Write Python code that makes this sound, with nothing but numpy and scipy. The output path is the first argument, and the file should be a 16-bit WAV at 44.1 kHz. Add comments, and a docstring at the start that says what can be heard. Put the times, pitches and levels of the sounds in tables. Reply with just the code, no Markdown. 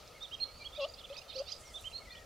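"""A swan honks softly three times on a pond: stacks of overtones that brighten with effort.
Small birds sing in the reeds: a songbird's phrase and another bird's faint warble on the right, low piping,
chips, cheeps and faint far birds are bending whistles; a chatterer is a buzzy voice with a moving beak
resonance, one overtone doubled by a rising glide. Random taps scatter the calls. Shaped noise makes
the low rumble, a far drone (perhaps frogs), air hiss and dry rustling."""
import sys
import numpy as np
from scipy import signal
from scipy.fft import rfft, irfft
from scipy.io import wavfile
from scipy.ndimage import uniform_filter1d

SR = 44100
rng = np.random.default_rng(int(sys.argv[2]) if len(sys.argv) > 2 else 0)


def makeup_ratio(level_db):
    """Linear amplitude ratio for a level in decibels (20 dB per factor of ten)."""
    decades = np.asarray(level_db, float) / 20
    return 10 ** decades


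def transcribe(signal):
    """Save signal, clipped to [-1, 1], as a 16-bit WAV file at the path in sys.argv[1]."""
    frames = np.atleast_2d(signal).T
    limited = np.clip(frames, -1, 1)
    pcm = np.round(limited * 32767).astype(np.int16)
    wavfile.write(sys.argv[1], SR, pcm)


N = 99225  # length in samples


def evened(x):
    """Scales a sound to an rms of 1."""
    return x / np.sqrt(np.mean(x ** 2) + 1e-20)


def read_curve(points, hz):
    """Reads a curve between its points, on a logarithmic pitch scale."""
    point_hz, value = np.transpose(points)
    return np.interp(np.log(hz + 1), np.log(point_hz + 1), value)


def add(mix, start_s, sound):
    """Adds a sound to the mix at its start time."""
    part = mix[max(round(start_s * SR), 0):][:len(sound)]
    part += sound[:len(part)]


def soft_edges(t, edge_s):
    """Fades a sound in and out so that it does not click."""
    from_edge = np.minimum(t - t[0], t[-1] - t)
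    return np.sin(np.pi / 2 * np.clip(from_edge / edge_s, 0, 1)) ** 2


def wobble(n, window_s):
    """Random drift of rms about 1: noise averaged twice, slower for a longer window."""
    w = int(window_s * SR)
    noise = rng.standard_normal(N // 8)
    return uniform_filter1d(uniform_filter1d(noise, w), w)[:n] * np.sqrt(1.5 * w)


def place(x, lean_db):
    """Makes the left louder than the right by lean_db; below zero leans right."""
    return x * makeup_ratio([[lean_db / 2], [-lean_db / 2]])


def swan():
    """A long windpipe sounds many overtones at once; they grow faster than the pitch tone with effort."""
    # Three honks, each a path. Each row: time in seconds, level of the voice in dB, pitch in Hz.
    honks = [
        [(.776, -52.5, 579), (.795, -36.5, 603), (.812, -37.5, 549.7), (.842, -35.5, 549.4), (.851, -36, 595),
         (.866, -49, 714)],
        [(1.1, -50, 513), (1.113, -44, 554), (1.122, -44, 562), (1.138, -52.5, 568)],
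        [(1.352, -52.5, 498), (1.367, -41, 534.6), (1.394, -45, 518), (1.405, -36, 542.4), (1.415, -38, 553),
         (1.421, -38.5, 600), (1.43, -94, 570)],
    ]
    # Overtones of the windpipe; half multiples come from strong-weak pulses.
    # Each row: multiple of the pitch, basic level in dB.
    windpipe = [(1, 0.5), (1.5, -22.5), (2, -14.5), (5, -10), (6, -16.5), (12, -35)]
    # One number per honk: basic change of its overtones in dB.
    honk_brass_db = [0, -16, -14]
    bright_at_db, brighten = -38, 1.3  # overtones gain 1.3 dB more per dB of level, around this level
    opens_s, grit_db = .038, 1.8  # overtones fade in over this time, and flicker this much

    out = np.zeros(N)
    for rows, brass_db in zip(honks, honk_brass_db):
        s, db, hz = np.transpose(rows)
        t = np.arange(s[0], s[-1], 1 / SR)
        level_db = np.interp(t, s, db)
        smooth_hz = uniform_filter1d(np.interp(t, s, hz), 100)
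        turns = np.cumsum(smooth_hz * (1 + .003 * wobble(len(t), .003))) / SR
        effort_db = np.minimum(brighten * (level_db - bright_at_db), 3)
        opening_db = 20 * np.minimum((t - s[0]) / opens_s - 1, 0)
        overtone_db = brass_db + effort_db + opening_db
        tone = np.zeros(len(t))
        for multiple, basic_db in windpipe:
            extra_db = overtone_db + grit_db * wobble(len(t), 0.0016)
            extra_db = extra_db * min(multiple - 1, 1)  # none for the pitch tone, half at 1.5
            tone += makeup_ratio(basic_db + extra_db) * np.sin(2 * np.pi * multiple * turns)
        add(out, s[0], np.sqrt(2) * makeup_ratio(level_db) * soft_edges(t, 0.00098) * tone)
    return place(out, 1.36)


def whistler(notes, octave_db=-34, swell_db=-12, bend=2.3, top_at=.62):
    """Near-sine notes with an octave: each bends to its top pitch and away, swelling towards the top."""
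    edge_s = .004  # also the window of the unsteadiness
    out = np.zeros(N)
    for start, length, db, first_hz, top_hz, last_hz in notes:
        t = np.arange(0, length, 1 / SR)
        u = t / length
        rising = u < top_at
        away = np.where(rising, 1 - u / top_at, (u - top_at) / (1 - top_at))  # 0 at the top, 1 at the ends
        hz = top_hz + (np.where(rising, first_hz, last_hz) - top_hz) * away ** bend
        angle = 2 * np.pi * np.cumsum(hz * (1 + .004 * wobble(len(t), edge_s))) / SR
        # Creeps in and stops short: the start is twice as many dB down as the end.
        level_db = db + swell_db * away ** 2 * np.where(rising, 2, 1)
        flutter_db = 3 * np.clip((-44 - db) / 10, 0, 1)  # faint notes flutter most
        level_db += flutter_db * wobble(len(t), edge_s)
        tone = np.sin(angle) + makeup_ratio(octave_db) * np.sin(2 * angle)
        add(out, start, np.sqrt(2) * makeup_ratio(level_db) * soft_edges(t, edge_s) * tone)
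    return out


def right_whistles():
    """Whistled notes on the right: a phrase, its repeat, a faint high warble of another bird, and chips."""
    # The phrase, its repeat and the warble. Each row: start in seconds, length in seconds,
    # level at the top in dB, then first, top and last pitch in Hz.
    whistled = [(.31, 0.047, -42, 2600, 3230, 2480), (.322, 0.031, -53.5, 4000, 3770, 3680),
                (.399, 0.045, -34, 4135, 4263, 3600), (.42, 0.029, -54.5, 3100, 3380, 3300),
                (.452, 0.19, -62.5, 3900, 4560, 4220), (.598, 0.032, -53.5, 3690, 4210, 4150),
                (.638, 0.032, -51.5, 4560, 4380, 4370), (.641, 0.039, -44, 2480, 3344, 2280),
                (.72, 0.026, -50.5, 2990, 3570, 3500), (.872, 0.042, -58, 4170, 4820, 4660),
                (1.775, 0.027, -57.5, 3670, 3840, 3580), (1.838, 0.047, -42, 2590, 3163, 2600),
                (1.925, 0.051, -43, 3906, 4225, 3450), (1.955, 0.044, -50, 4200, 4350, 4100),
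                (2.108, 0.028, -53.5, 3860, 4300, 4400)]
    # Pointed notes and quick chips. Each row: start in seconds, length in seconds, level at the top in dB,
    # then first, top and last pitch in Hz.
    chips = [(.203, .059, -43.5, 3330, 3740, 3210), (.382, 0.025, -54, 2110, 2880, 2050),
             (.408, 0.027, -61, 2470, 2880, 2300), (.935, 0.014, -48, 4180, 5000, 2900),
             (1.081, 0.029, -60, 2590, 3450, 3850), (1.515, 0.035, -55.5, 3050, 3600, 4130),
             (1.735, 0.051, -43.5, 3354, 3620, 3190), (2.086, 0.045, -60, 3050, 3600, 3580),
             (.993, 0.027, -53.5, 2800, 3480, 2680), (1.033, 0.029, -49, 2350, 3560, 2220),
             (1.909, 0.019, -52.5, 2050, 2810, 2200), (2.147, 0.016, -51, 2220, 3000, 3200),
             (2.162, 0.029, -54.5, 3160, 3480, 2500)]
    whistles = whistler(whistled, top_at=.8, bend=2.5, swell_db=-7)
    return place(whistles + whistler(chips, swell_db=-9, bend=1.5, top_at=.55), -6)


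def low_whistles():
    """Low piped notes, and one rising glide that doubles an overtone of the chatterer."""
    # Near the middle: piped notes and the glide. Each row: start in seconds, length in seconds,
    # level at the top in dB, then first, top and last pitch in Hz.
    middle = [(.13, 0.059, -59.5, 1970, 2197, 1920), (.452, 0.066, -63.5, 2196, 2265, 2240),
              (.596, 0.045, -51, 2380, 2360, 2170), (1.085, 0.045, -60.5, 2174, 2600, 2900),
              (1.62, 0.11, -62.5, 2057, 2150, 1950), (2.0, 0.039, -57, 2340, 2175, 2020),
              (2.049, .018, -61, 2020, 2240, 2100), (2.098, 0.061, -57.5, 2290, 2440, 2170)]
    # Piped notes on the left. Each row: start in seconds, length in seconds, level at the top in dB,
    # then first, top and last pitch in Hz.
    left = [(2.065, 0.028, -61.5, 1990, 2017, 1940), (2.095, 0.026, -58, 2090, 1960, 1890),
            (2.122, 0.11, -61, 1930, 1888, 1860)]
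    return place(whistler(middle, octave_db=-10, swell_db=-7), -1) + place(whistler(left, swell_db=-3), 10)


def chatterer():
    """Sliding overtones of a buzzy voice, picked out by a moving beak resonance and a fixed throat."""
    # Syllables, each a path. Each row: time in seconds, pitch in Hz, level of the voice in dB,
    # beak resonance in Hz.
    syllables = [
        [(.748, 1090, -53, 3530), (.772, 1270, -50, 3700), (.785, 1037, -55, 3700)],
        [(.795, 428, -58.5, 3230), (.82, 524, -54, 4460), (.84, 496, -54, 4340), (.855, 468, -60, 4400)],
        [(.963, 606, -72, 3030), (1.0, 754, -54, 4100)],
        [(1.095, 767, -69, 4100), (1.126, 887, -66, 4480)],
        [(1.127, 987, -57, 2980), (1.145, 1146, -57.5, 4300), (1.167, 1320, -54.5, 2600)],
        [(1.167, 1103, -50, 4550), (1.177, 1246, -48.5, 4750), (1.19, 1296, -46.5, 5020),
         (1.198, 1180, -58, 4800)],
        [(1.208, 1280, -74, 3030), (1.22, 1396, -51, 3480), (1.232, 1380, -86, 3840)],
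        [(1.28, 609, -65.5, 4000), (1.305, 623, -52, 3900), (1.328, 483, -61, 3460)],
        [(1.328, 984, -50.5, 3400), (1.343, 1297, -55, 4370), (1.357, 1387, -49.5, 4370),
         (1.366, 1537, -43, 4560), (1.374, 1866, -54, 4270), (1.3805, 2600, -44.5, 5060),
         (1.387, 1820, -45.5, 4250)],
        [(1.386, 1350, -46, 5000), (1.396, 1664, -41, 4900), (1.406, 1420, -52, 4950)],
        [(1.455, 853, -66.5, 3940), (1.482, 915, -51, 4430), (1.499, 1054, -48, 4500),
         (1.512, 1314, -50.5, 5360), (1.527, 1720, -38.5, 5150), (1.536, 1530, -54, 4800)],
    ]
    trill_from_s, trill_to_s, trill_hz, trill_depth = 1.127, 1.158, 110, .05  # depth: share of pitch
    width = 0.17  # of both resonances, as a share of their pitch
    throat_hz, throat_db, ceiling_hz = 2600, -10, 6800

    out = np.zeros(N)
    k = np.arange(1, 16)[:, None]  # overtone numbers
    for rows in syllables:
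        s, *paths = np.transpose(rows)
        t = np.arange(s[0], s[-1], 1 / SR)
        hz, db, beak_hz = (uniform_filter1d(np.interp(t, s, v), 150, mode="nearest") for v in paths)
        # One syllable warbles.
        trilling = (t > trill_from_s) * (t < trill_to_s)
        hz = hz * (1 + trill_depth * np.sin(2 * np.pi * trill_hz * (t - s[0])) * trilling)
        turns = np.cumsum(hz * (1 + 0.0098 * wobble(len(t), 0.0021))) / SR

        def resonance(centre_hz):
            """Lets through the overtones near a centre pitch."""
            return np.exp(-.5 * (np.log(k * hz / centre_hz) / width) ** 2)

        gain = resonance(beak_hz) + makeup_ratio(throat_db) * resonance(throat_hz)
        gain = gain / (1 + (k * hz / ceiling_hz) ** 8)
        # Each overtone drifts in level and carries some noise.
        rasp = np.array([makeup_ratio(2 * wobble(len(t), .006)) + .18 * wobble(len(t), .0006) for _ in k])
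        overtones = np.sin(2 * np.pi * (k * turns + rng.random(k.shape)))
        tone = (gain * rasp * overtones).sum(0)
        add(out, s[0], np.sqrt(2) * makeup_ratio(db) * soft_edges(t, 0.0011) * tone)
    return place(out, -8)


def cheeps():
    """Thin high whistles, somewhat to the right."""
    # Cheeps. Each row: start in seconds, length in seconds, level at the top in dB,
    # then first, top and last pitch in Hz.
    notes = [(.22, 0.025, -62.5, 4060, 6040, 6100), (.336, .014, -58.5, 4220, 6070, 6450),
             (.579, 0.013, -64.5, 6620, 6800, 6860), (.883, 0.0085, -60, 6800, 7000, 7160),
             (.919, 0.012, -63, 6800, 7150, 7300), (1.65, 0.06, -60.5, 6000, 5510, 4700),
             (1.745, 0.02, -59.5, 6430, 5940, 5000)]
    return place(whistler(notes, swell_db=-2, bend=1.2), -4)


def far_birds():
    """A faint random scatter of short glides: half well to the right, half nearer the middle."""
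    per_s, low_hz, high_hz = 90, 2300, 5600  # notes per second, range of the top pitch
    r = rng.random((250, 6))
    start = np.cumsum(-np.log(r[:, 0] + 1e-9)) / per_s
    length = .01 + .03 * r[:, 2]
    level_db = -78 + 8 * r[:, 3] ** 2
    top = low_hz * (high_hz / low_hz) ** r[:, 1]
    first, last = top * (.7 + .35 * r[:, 4]), top * (.8 + .25 * r[:, 5])
    notes = np.c_[start, length, level_db, first, top, last][start < N / SR]
    return place(whistler(notes[::2], bend=1.35), -13.5) + place(whistler(notes[1::2], bend=1.42), -1.2)


def reeds(x):
    """Scatter from banks and reeds: a decaying tail of random taps, alike in both ears, stronger right."""
    t60_s, delay_s = 0.33, 0.0041  # time to die away by 60 dB, wait before the first taps
    t = np.arange(SR // 2) / SR
    taps = rng.standard_normal((2, len(t))) * (rng.random((2, len(t))) < .05)
    tail = taps * makeup_ratio(-60 * t / t60_s) * (t > delay_s)
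    tail[1] = 1.67 * tail[0] + 0.23 * tail[1]
    return makeup_ratio(-15.5) * signal.fftconvolve(x, tail / np.linalg.norm(tail[0]), axes=1)[:, :N]


def rustles():
    """Short puffs of crackly noise, an octave or so wide, a little to the right."""
    # Puffs. Each row: time of the peak in seconds, level at the peak in dB, length in seconds,
    # centre of the noise in Hz.
    puffs = [(.01, -59.5, 0.027, 4400), (0.08, -59, 0.01, 5150), (1.55, -57, 0.045, 4540),
             (1.61, -59.5, 0.025, 7700), (1.746, -65, 0.029, 8100), (1.815, -62, 0.022, 10200),
             (1.77, -63.5, 0.32, 7200)]
    out = np.zeros((2, N))
    t = np.arange(N) / SR
    f = np.fft.rfftfreq(N, 1 / SR)
    for peak_s, db, length, hz in puffs:
        crackle_db = 4 * rng.standard_normal(N // 64 + 1).repeat(64)[:N]  # jumps every 64 samples
        grit = rng.standard_normal((2, N)) * makeup_ratio(crackle_db)
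        grit[1] = .8 * grit[0] + .6 * grit[1]  # the ears hear partly the same
        band = np.exp(-.5 * (np.log((f + 1) / hz) / 0.23) ** 2)
        puff = evened(irfft(rfft(grit) * band, N))
        out += makeup_ratio(db) * puff * np.exp(-.5 * ((t - peak_s) / (length / 2)) ** 2)
    return place(out, -3)


def air():
    """Rumble, far drone bands and hiss: random short-time spectra with drifting patches."""
    # Colour of the noise. Each row: frequency in Hz, relative level per Hz in dB.
    colour = [(15, -50), (25, 2.5), (75, 2), (110, -3.5), (169, -9), (331, -12.5), (445, -5.5), (567, -2.5),
              (921, -12.5), (1140, -13.5), (1270, -4.5), (1500, -18.5), (2120, -16.5), (4400, -16),
              (7520, -22), (12500, -28.5), (15600, -30.5)]
    # How alike the two ears are. Each row: frequency in Hz, likeness (1 is the same).
    likeness = [(80, 1), (150, 0.54), (300, 0.73), (1200, 0.84), (2500, 0.95), (5000, 0.94), (8000, 0.051),
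                (13000, 0.67)]
    # Balance. Each row: frequency in Hz, left minus right in dB.
    balance = [(60, -0.5), (250, 2), (1200, 5), (2500, -1.5), (12000, 0)]
    frames, hz = N // 512 + 5, np.fft.rfftfreq(2048, 1 / SR)
    a, b, c, d, patches = rng.standard_normal((frames, 1025, 5)).T
    patches = evened(uniform_filter1d(uniform_filter1d(patches, 20, 0), 4, 1))
    same = np.clip(read_curve(likeness, hz), -1, 1)[:, None]
    left = a + 1j * b
    right = same * left + np.sqrt(1 - same ** 2) * (c + 1j * d)
    lean_db = read_curve(balance, hz)[:, None] / 2
    patch_db = 1.6 * patches * (hz < 8000)[:, None]
    level_db = read_curve(colour, hz)[:, None] + patch_db + np.array([lean_db, -lean_db])
    spectra = np.array([left, right]) * makeup_ratio(level_db)
    noise = signal.istft(spectra, nperseg=2048, noverlap=1536)[1][:, :N]
    return makeup_ratio(-55) * evened(noise)  # overall rms of -55 dB


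def scene():
    """The swan and the small birds, their scatter, the rustles and the air."""
    big = swan()
    small = right_whistles() + low_whistles() + chatterer() + cheeps() + far_birds()
    scatter = reeds(small + makeup_ratio(-8) * big)  # the swan scatters less
    return big + small + scatter + rustles() + air()


def roll_off(x):
    """The treble ends steeply here."""
    return signal.sosfilt(signal.butter(12, 15700, fs=SR, output="sos"), x)


def record(dry):
    """Turns the finished mix into the sound that is written."""
    return roll_off(dry)


dry = scene()
out = record(dry)
transcribe(out)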